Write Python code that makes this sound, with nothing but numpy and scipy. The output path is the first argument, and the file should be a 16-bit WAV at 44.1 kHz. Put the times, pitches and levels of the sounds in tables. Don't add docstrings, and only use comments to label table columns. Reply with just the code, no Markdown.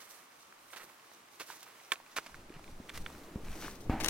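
import sys
import numpy as np
from scipy.fft import rfft, irfft, next_fast_len
from scipy.io import wavfile
from scipy.ndimage import map_coordinates

SR = 44100
rng = np.random.default_rng(int(sys.argv[2]) if len(sys.argv) > 2 else 0)


def store_pcm(level_fs):
    pcm = np.round(np.clip(level_fs, -1, 1) * 32767).astype(np.int16)
    wavfile.write(sys.argv[1], SR, np.atleast_2d(pcm).T)


N = 180501


def amp(db):
    return 10 ** (np.asarray(db) / 20)


def unit_rms(x):
    return x / np.sqrt(np.mean(x ** 2) + 1e-20)


def unit_peak(x):
    return x / (np.abs(x).max() + 1e-20)


def log_interp(points, hz):
    freqs, values = np.transpose(points)
    return np.interp(np.log(hz + 1), np.log(freqs + 1), values)


def wobble(rate_hz):
    knots = rng.standard_normal(int(N * rate_hz / SR) + 4)
    return map_coordinates(knots, [np.arange(N) * rate_hz / SR])


def attack(t, rise_s):
    return 1 - np.exp(-t / rise_s)


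def swell(peak_s, rise_s):
    t = np.arange(N) / SR - peak_s
    return np.exp(-(t / np.where(t < 0, rise_s, 0.78 * rise_s)) ** 2)


def filtered(x, response):
    n = x.shape[-1]
    size = next_fast_len(n + 8192)
    return irfft(rfft(x, size) * response(np.fft.rfftfreq(size, 1 / SR)), size)[..., :n]


def treble_shelf(x, db, corner_hz=4500):
    return filtered(x, lambda hz: amp(db * hz ** 4 / (hz ** 4 + corner_hz ** 4)))


def pan(left_minus_right_db):
    return amp(np.array([left_minus_right_db / 2, -left_minus_right_db / 2]).reshape(2, -1))


def add(track, start_s, x):
    i = max(round(start_s * SR), 0)
    track[..., i:i + x.shape[-1]] += x[..., :max(N - i, 0)]


# (frequency [Hz], L-R correlation [ratio])
NEAR_CORRELATION = [(150, 1), (500, 0.97), (1200, 1), (3000, 0.88), (10000, 0.36)]

def stereo(pair, spectrum, correlation=NEAR_CORRELATION):
    def mid_side_gains(hz):
        angle = np.arccos(np.clip(log_interp(correlation, hz), -1, 1)) / 2
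        return amp(log_interp(spectrum, hz)) * np.array([np.cos(angle), np.sin(angle)])
    mid, side = filtered(pair, mid_side_gains)
    return np.array([mid + side, mid - side])


def grains(n, rate_hz, scatter_db):
    sizes = amp(scatter_db * np.minimum(rng.standard_exponential((2, n)), 4))
    signs = rng.choice([-1, 1], (2, n))
    return unit_rms(sizes * signs * (rng.random((2, n)) < rate_hz / SR))


def noise(spectrum, correlation=NEAR_CORRELATION, grain=0, rate_hz=500, scatter_db=4):
    pair = rng.standard_normal((2, N)) + grain * grains(N, rate_hz, scatter_db)
    return unit_rms(stereo(pair, spectrum, correlation))


def burst(envelope, spectrum):
    return unit_peak(stereo(rng.standard_normal((2, len(envelope))) * envelope, spectrum))


# (time [s], distance [m], bearing to the left [deg])
PATH = [(0, 7.5, -15), (1.9, 7.44, -11), (2.7, 4.03, -5), (3.3, 3.08, -1.5), (3.88, 2.32, 14),
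        (4.09, 1.9, 24.5)]

def hiker_path():
    times_s, *columns = np.transpose(PATH)
    return [np.interp(np.arange(N) / SR, times_s, column) for column in columns]


def arrival_delay(x, bearing_deg, mic_spacing_m=0.094, sound_m_per_s=343):
    n = np.arange(N)
    shift = mic_spacing_m * np.sin(np.radians(bearing_deg)) / sound_m_per_s * SR / 2
    left = map_coordinates(x[0], [n + shift], order=5)
    right = map_coordinates(x[1], [n - shift], order=5)
    return np.array([left, right])


# (frequency [Hz], gain [dB])
AIR_SPECTRUM = [(25, -27), (55, -12), (100, -3.5), (170, -8), (350, 0), (700, 2.5), (1150, 8), (1600, 1),
                (3000, -2.5), (5500, -7), (9500, -11), (11500, -14), (15500, -25)]
# (frequency [Hz], L-R correlation [ratio])
DIFFUSE_CORRELATION = [(150, 0.83), (350, 0.78), (700, 0), (1400, 0), (6000, 0.32)]

def open_air():
    return amp(-61) * noise(AIR_SPECTRUM, DIFFUSE_CORRELATION)


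# (frequency [Hz], gain [dB])
RUMBLE_SPECTRUM = [(8, 3.5), (16, 6), (28, -10.5), (55, -7.5), (105, -14.5), (200, -15), (600, -75)]
# (frequency [Hz], gain [dB])
TREAD_SPECTRUM = [(50, -52), (130, -2.5), (330, 4), (500, -3.5), (900, -9), (2500, -48)]

def ground(loss_db_per_m=4, springy_from_s=1.926, crossover_s=0.38):
    distance_m, _ = hiker_path()
    loss_db = loss_db_per_m * distance_m
    firmness = np.clip(1 - (np.arange(N) / SR - springy_from_s) / crossover_s, 0, 1)
    rumble_db = -35.5 - loss_db - 30.5 * firmness + 5.6 * wobble(12)
    rumble = amp(rumble_db) * noise(RUMBLE_SPECTRUM, correlation=[(100, 1)])
    tread_db = -42.5 - loss_db - firmness + 2.5 * wobble(24.905)
    tread = amp(tread_db) * noise(TREAD_SPECTRUM, grain=0.23, rate_hz=190, scatter_db=6.5)
    return rumble + tread


# (time [s], fabric level [dB], sheen re fabric [dB], grass level [dB], sleeve lag [s])
STRIDES = [(.13, -63, 1.5, -61.5, 0.3), (0.772, -65.5, 4.5, -82, 0.37), (1.522, -57.5, -1, -61.5, 0.36),
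           (2.27, -63.5, -8.5, -60.5, 0.4), (2.97, -63, -2, -61.5, .22), (3.635, -55.5, -4, -52, 0.18)]
# (frequency [Hz], gain [dB])
RASP_SPECTRUM = [(1200, -37), (2500, -8.5), (4300, -1), (5200, -4.5), (5900, 2), (6800, -5), (8500, -15),
                 (12000, -17)]
# (frequency [Hz], gain [dB])
SHEEN_SPECTRUM = [(5000, -18), (8000, -1), (9600, 1.5), (11300, -9.5), (13000, 2), (15500, -11)]
# (frequency [Hz], L-R correlation [ratio])
RUSTLE_CORRELATION = [(300, 1), (1200, 0.99), (4000, 0.65), (10000, 0.23)]

def clothing(sleeve_db=-67.5, sleeve_sheen_db=-3.5):
    rasp_gain, sheen_gain = np.zeros(N), np.zeros(N)
    for time_s, fabric_db, sheen_db, _, lag_s in STRIDES:
        leg = amp(fabric_db) * swell(time_s, rise_s=0.14)
        sleeve = amp(sleeve_db) * swell(time_s + lag_s, rise_s=0.12)
        rasp_gain += leg + sleeve
        sheen_gain += amp(sheen_db) * leg + amp(sleeve_sheen_db) * sleeve
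    rasp = rasp_gain * noise(RASP_SPECTRUM, RUSTLE_CORRELATION, grain=1, rate_hz=2300, scatter_db=17)
    sheen = sheen_gain * noise(SHEEN_SPECTRUM, RUSTLE_CORRELATION)
    return (rasp + sheen) * amp(3 * wobble(53))


# (time [s], level [dB])
STIRS = [(.86, -63), (1.66, -58.5), (3.07, -57.5)]
# (frequency [Hz], gain [dB])
GRASS_SPECTRUM = [(150, -37), (500, -5.5), (1150, -3), (2200, -4), (3500, -12.5), (6000, -13.5),
                  (15000, -16)]

def grass(idle_db=-65.5, settle_s=0.43):
    t = np.arange(N) / SR
    sweeps = sum(amp(db) * swell(time_s, rise_s=0.17) for time_s, _, _, db, _ in STRIDES)
    stirs = sum(amp(db) * (t > time_s) * np.exp(-np.abs(t - time_s) / settle_s) for time_s, db in STIRS)
    stems = noise(GRASS_SPECTRUM, RUSTLE_CORRELATION, grain=0.45, rate_hz=200, scatter_db=3)
    envelope = np.sqrt(amp(idle_db) ** 2 + sweeps ** 2 + stirs ** 2)
    return envelope * amp(0.93 * wobble(36)) * stems


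# (time [s], relative level [dB], pitch [Hz])
THUDS = [(.842, -49, 330), (1.406, -42.5, 425), (1.922, -41, 450), (2.185, -32, 437), (2.503, -37, 344),
         (2.565, -41.5, 159), (2.801, -35, 228), (3.358, -26, 197), (3.897, -17, 248)]

def thuds(peat_hz=59, heave_db=10.5, heave_loss_db_per_m=6):
    out, t = np.zeros((2, N)), np.arange(SR // 6) / SR
    distance_m, _ = hiker_path()
    for time_s, db, hz in THUDS:
        dent = np.sin(np.pi * hz * t) ** 2 * np.exp(-t * hz)
        push = unit_peak(np.gradient(dent))
        heave = unit_peak(np.cos(2 * np.pi * peat_hz * t) * attack(t, 0.0016) * np.exp(-t / 0.0045))
        heave_gain = amp(heave_db - heave_loss_db_per_m * distance_m[round(time_s * SR)])
        puff = burst(np.exp(-t / 0.0076), TREAD_SPECTRUM)
        add(out, time_s, amp(db) * (0.073 * puff - 0.62 * push - heave_gain * heave))
    return out


def ringing(modes, t):
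    return sum(amp(db + rng.normal(0, 0.18) - 60 * t / t60_s) * np.sin(2 * np.pi * (hz * t + rng.random()))
               for hz, db, t60_s in modes)


# (frequency [Hz], gain [dB], t60 [s])
TRIPOD_MODES = [(140.7, -0.5, 1.24), (226, 1.5, 1.2), (261, 1, 1.2), (317, 5, 1.3), (329, 5, 0.32),
                (402, -7, 0.64), (436, -8, 0.63), (590, -12, 1), (730, -1, 0.43), (773, -7, 0.72),
                (1260, -3, 0.31)]
# (frequency [Hz], gain [dB])
BUZZ_SPECTRUM = [(120, -28), (300, -9), (520, -8), (820, 7), (1080, -7.5), (1350, -6.5), (2400, -9),
                 (3300, -19.5), (5000, -26), (12000, -34)]

def tripod(buzz_t60_s=0.86):
    out, t = np.zeros((2, N)), np.arange(SR // 2) / SR
    shudder = amp(-44.5) * ringing(TRIPOD_MODES, t) * amp(3.5 * wobble(63)[:len(t)])
    joints = noise(BUZZ_SPECTRUM, grain=0.41, rate_hz=2100, scatter_db=0)[:, :len(t)]
    buzz = amp(-38.5 - 60 * t / buzz_t60_s) * joints
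    add(out, THUDS[-1][0], (shudder + buzz) * attack(t, 0.00046))
    return out


# (time [s], relative level [dB])
CLICKS = [(4.0362, -34), (4.0445, -23.5), (4.0547, -34), (4.0598, -25), (4.0834, -20)]
# (frequency [Hz], gain [dB], t60 [s])
METAL_MODES = [(5707, -25, 0.036), (5930, 7, 0.015), (6630, -1, 0.028), (8860, 1, 0.014),
               (11100, 2, 0.0084)]
# (frequency [Hz], gain [dB])
CONTACT_SPECTRUM = [(1000, -6.5), (3000, -1), (5800, -3.5), (7500, -9.5), (9500, -10.5), (11500, -8),
                    (15500, -15)]

def fittings():
    out, t = np.zeros((2, N)), np.arange(SR // 20) / SR
    for time_s, db in CLICKS:
        chatter = burst(t * np.exp(-t / 0.0015), CONTACT_SPECTRUM)
        modes = np.array([ringing(METAL_MODES, t), ringing(METAL_MODES, t)])
        ring = unit_peak(modes * attack(t, 0.00037))
        add(out, time_s, amp(db + 3.5) * (chatter + 0.59 * ring))
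    return out


# (time [s], length [s], level [dB], treble [dB])
CRUNCHES = [(.001, 0.021, -51, 8.5), (0.727, 0.016, -48, -3), (0.759, 0.017, -46.5, 3.5),
            (.791, 0.035, -53, -12), (1.395, .02, -42.5, 4.5), (1.476, 0.049, -51.5, 8.5),
            (1.627, 0.0041, -47, 14.5), (1.93, 0.0064, -41.5, 7), (2.161, 0.016, -35, 3),
            (2.261, 0.0068, -47, 2), (2.545, 0.019, -57, -15), (2.934, .032, -49, 7),
            (2.974, 0.0023, -39, 5), (3.439, 0.043, -58.5, 2), (3.515, 0.019, -53, -30),
            (3.62, 0.036, -47.5, -2), (3.998, 0.014, -38.5, 3), (4.021, 0.07, -43, 4)]
# (frequency [Hz], gain [dB])
FROST_SPECTRUM = [(100, -28), (380, -5.5), (800, -4.5), (1400, -1.5), (2300, -4), (3500, -8), (5500, -11.5),
                  (9000, -18), (15500, -22.5)]

def crunches():
    out, t = np.zeros((2, N)), np.arange(SR // 5) / SR
    for time_s, length_s, db, treble_db in CRUNCHES:
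        rise_s, fall_s = 0.0008 + 0.23 * length_s, 0.004 + 0.46 * length_s
        press = np.minimum(t / rise_s, 1) * np.exp(-np.maximum(t - length_s, 0) / fall_s)
        fractures = stereo(grains(len(t), rate_hz=9000, scatter_db=4), FROST_SPECTRUM)
        add(out, time_s, amp(db) * press * unit_rms(treble_shelf(fractures, treble_db)))
    return out


def twigs(rate_hz=9, centre_hz=1440):
    distance_m, _ = hiker_path()
    rows = []
    for when, size, pitch in rng.random((round(rate_hz * N / SR), 3)):
        db = -29.5 - 20 * np.log10(distance_m[int(when * N)]) - 1.5 * np.log(size + 0.033)
        rows.append((when * N / SR, db, centre_hz * 2 ** (2 * pitch - 1)))
    return rows


# (time [s], relative level [dB], pitch [Hz])
SNAPS = [(0.525, -39, 1550), (1.502, -28.5, 930), (1.957, -35, 2500), (2.001, -39.5, 910),
         (2.185, -17.5, 1407), (2.344, -32, 1460), (2.594, -39, 720), (2.678, -41, 2240),
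         (3.624, -31.5, 1310), (3.681, -27, 1080), (3.896, -30, 1180)]

def snaps(low_cut_hz=510, crack_db=-13):
    out, t = np.zeros((2, N)), np.arange(SR // 20) / SR
    for time_s, db, hz in SNAPS + twigs():
        modes = [(hz, 0, 0.008), (1.58 * hz, -5, 0.006), (0.726 * hz, -8, 0.007)]
        plate = ringing(modes, t) * attack(t, 0.00051)
        body = unit_peak(filtered(plate, lambda f: (1j * f / (low_cut_hz + 1j * f)) ** 2))
        crack = burst(np.exp(-t / 0.0032), CONTACT_SPECTRUM)
        crumbs = burst(np.exp(-t / 0.0048), FROST_SPECTRUM)
        add(out, time_s, amp(db - 4.5) * (1.05 * body + 0.3 * crumbs + amp(crack_db) * crack))
    return out


# (time [s], relative level [dB], grind time [s], treble [dB], L-R [dB])
POLE_STRIKES = [(1.9189, -14.5, 0.0041, 7.5, -5), (2.894, -30.5, 0.00027, 6.5, -5.5),
                (2.899, -33, 0.00064, -12, -1), (3.062, -27.5, 0.0003, -19, -6.5)]
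# (frequency [Hz], gain [dB], t60 before strike damping [s])
SHAFT_MODES = [(1096, -3, 0.071), (1567, 1, 0.052), (1770, 1.5, 0.031), (2314, 13, 0.012),
               (3150, 10, 0.0089), (3500, 10.5, 0.016), (4130, -0.5, 0.013), (7980, 0, 0.015),
               (7920, -11, 0.071)]
# (frequency [Hz], gain [dB])
TIP_SPECTRUM = [(120, -33), (400, -4), (850, -6.5), (1300, 3), (2800, -1.5), (4200, -7.5), (6500, -15.5),
                (8600, -10.5), (11000, -20), (15000, -25)]

def poles():
    out, t = np.zeros((2, N)), np.arange(SR // 12) / SR
    for time_s, db, grind_s, treble_db, side_db in POLE_STRIKES:
        bite = attack(t, 0.00041) * np.exp(-np.maximum(t - grind_s, 0) / 0.0032)
        grit = unit_peak(treble_shelf(burst(bite, TIP_SPECTRUM), treble_db))
        damping = np.exp(-t / (8 * grind_s))
        ring = ringing(SHAFT_MODES, t) * attack(t, 0.0011) * damping
        shaft = unit_peak(treble_shelf(ring, min(treble_db, 0)))
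        add(out, time_s, amp(db) * pan(side_db) * (0.8 * shaft + 0.55 * grit))
    return out


def scene(pan_db_per_deg=0.3281):
    _, bearing_deg = hiker_path()
    hiker = crunches() + snaps() + fittings() + grass() + clothing()
    airborne = pan(pan_db_per_deg * bearing_deg) * hiker + poles()
    return arrival_delay(airborne, bearing_deg) + thuds() + tripod() + ground() + open_air()


def record(dry, band_limit_hz=16000):
    return filtered(dry, lambda hz: hz < band_limit_hz)


dry = scene()
out = record(dry)
store_pcm(out)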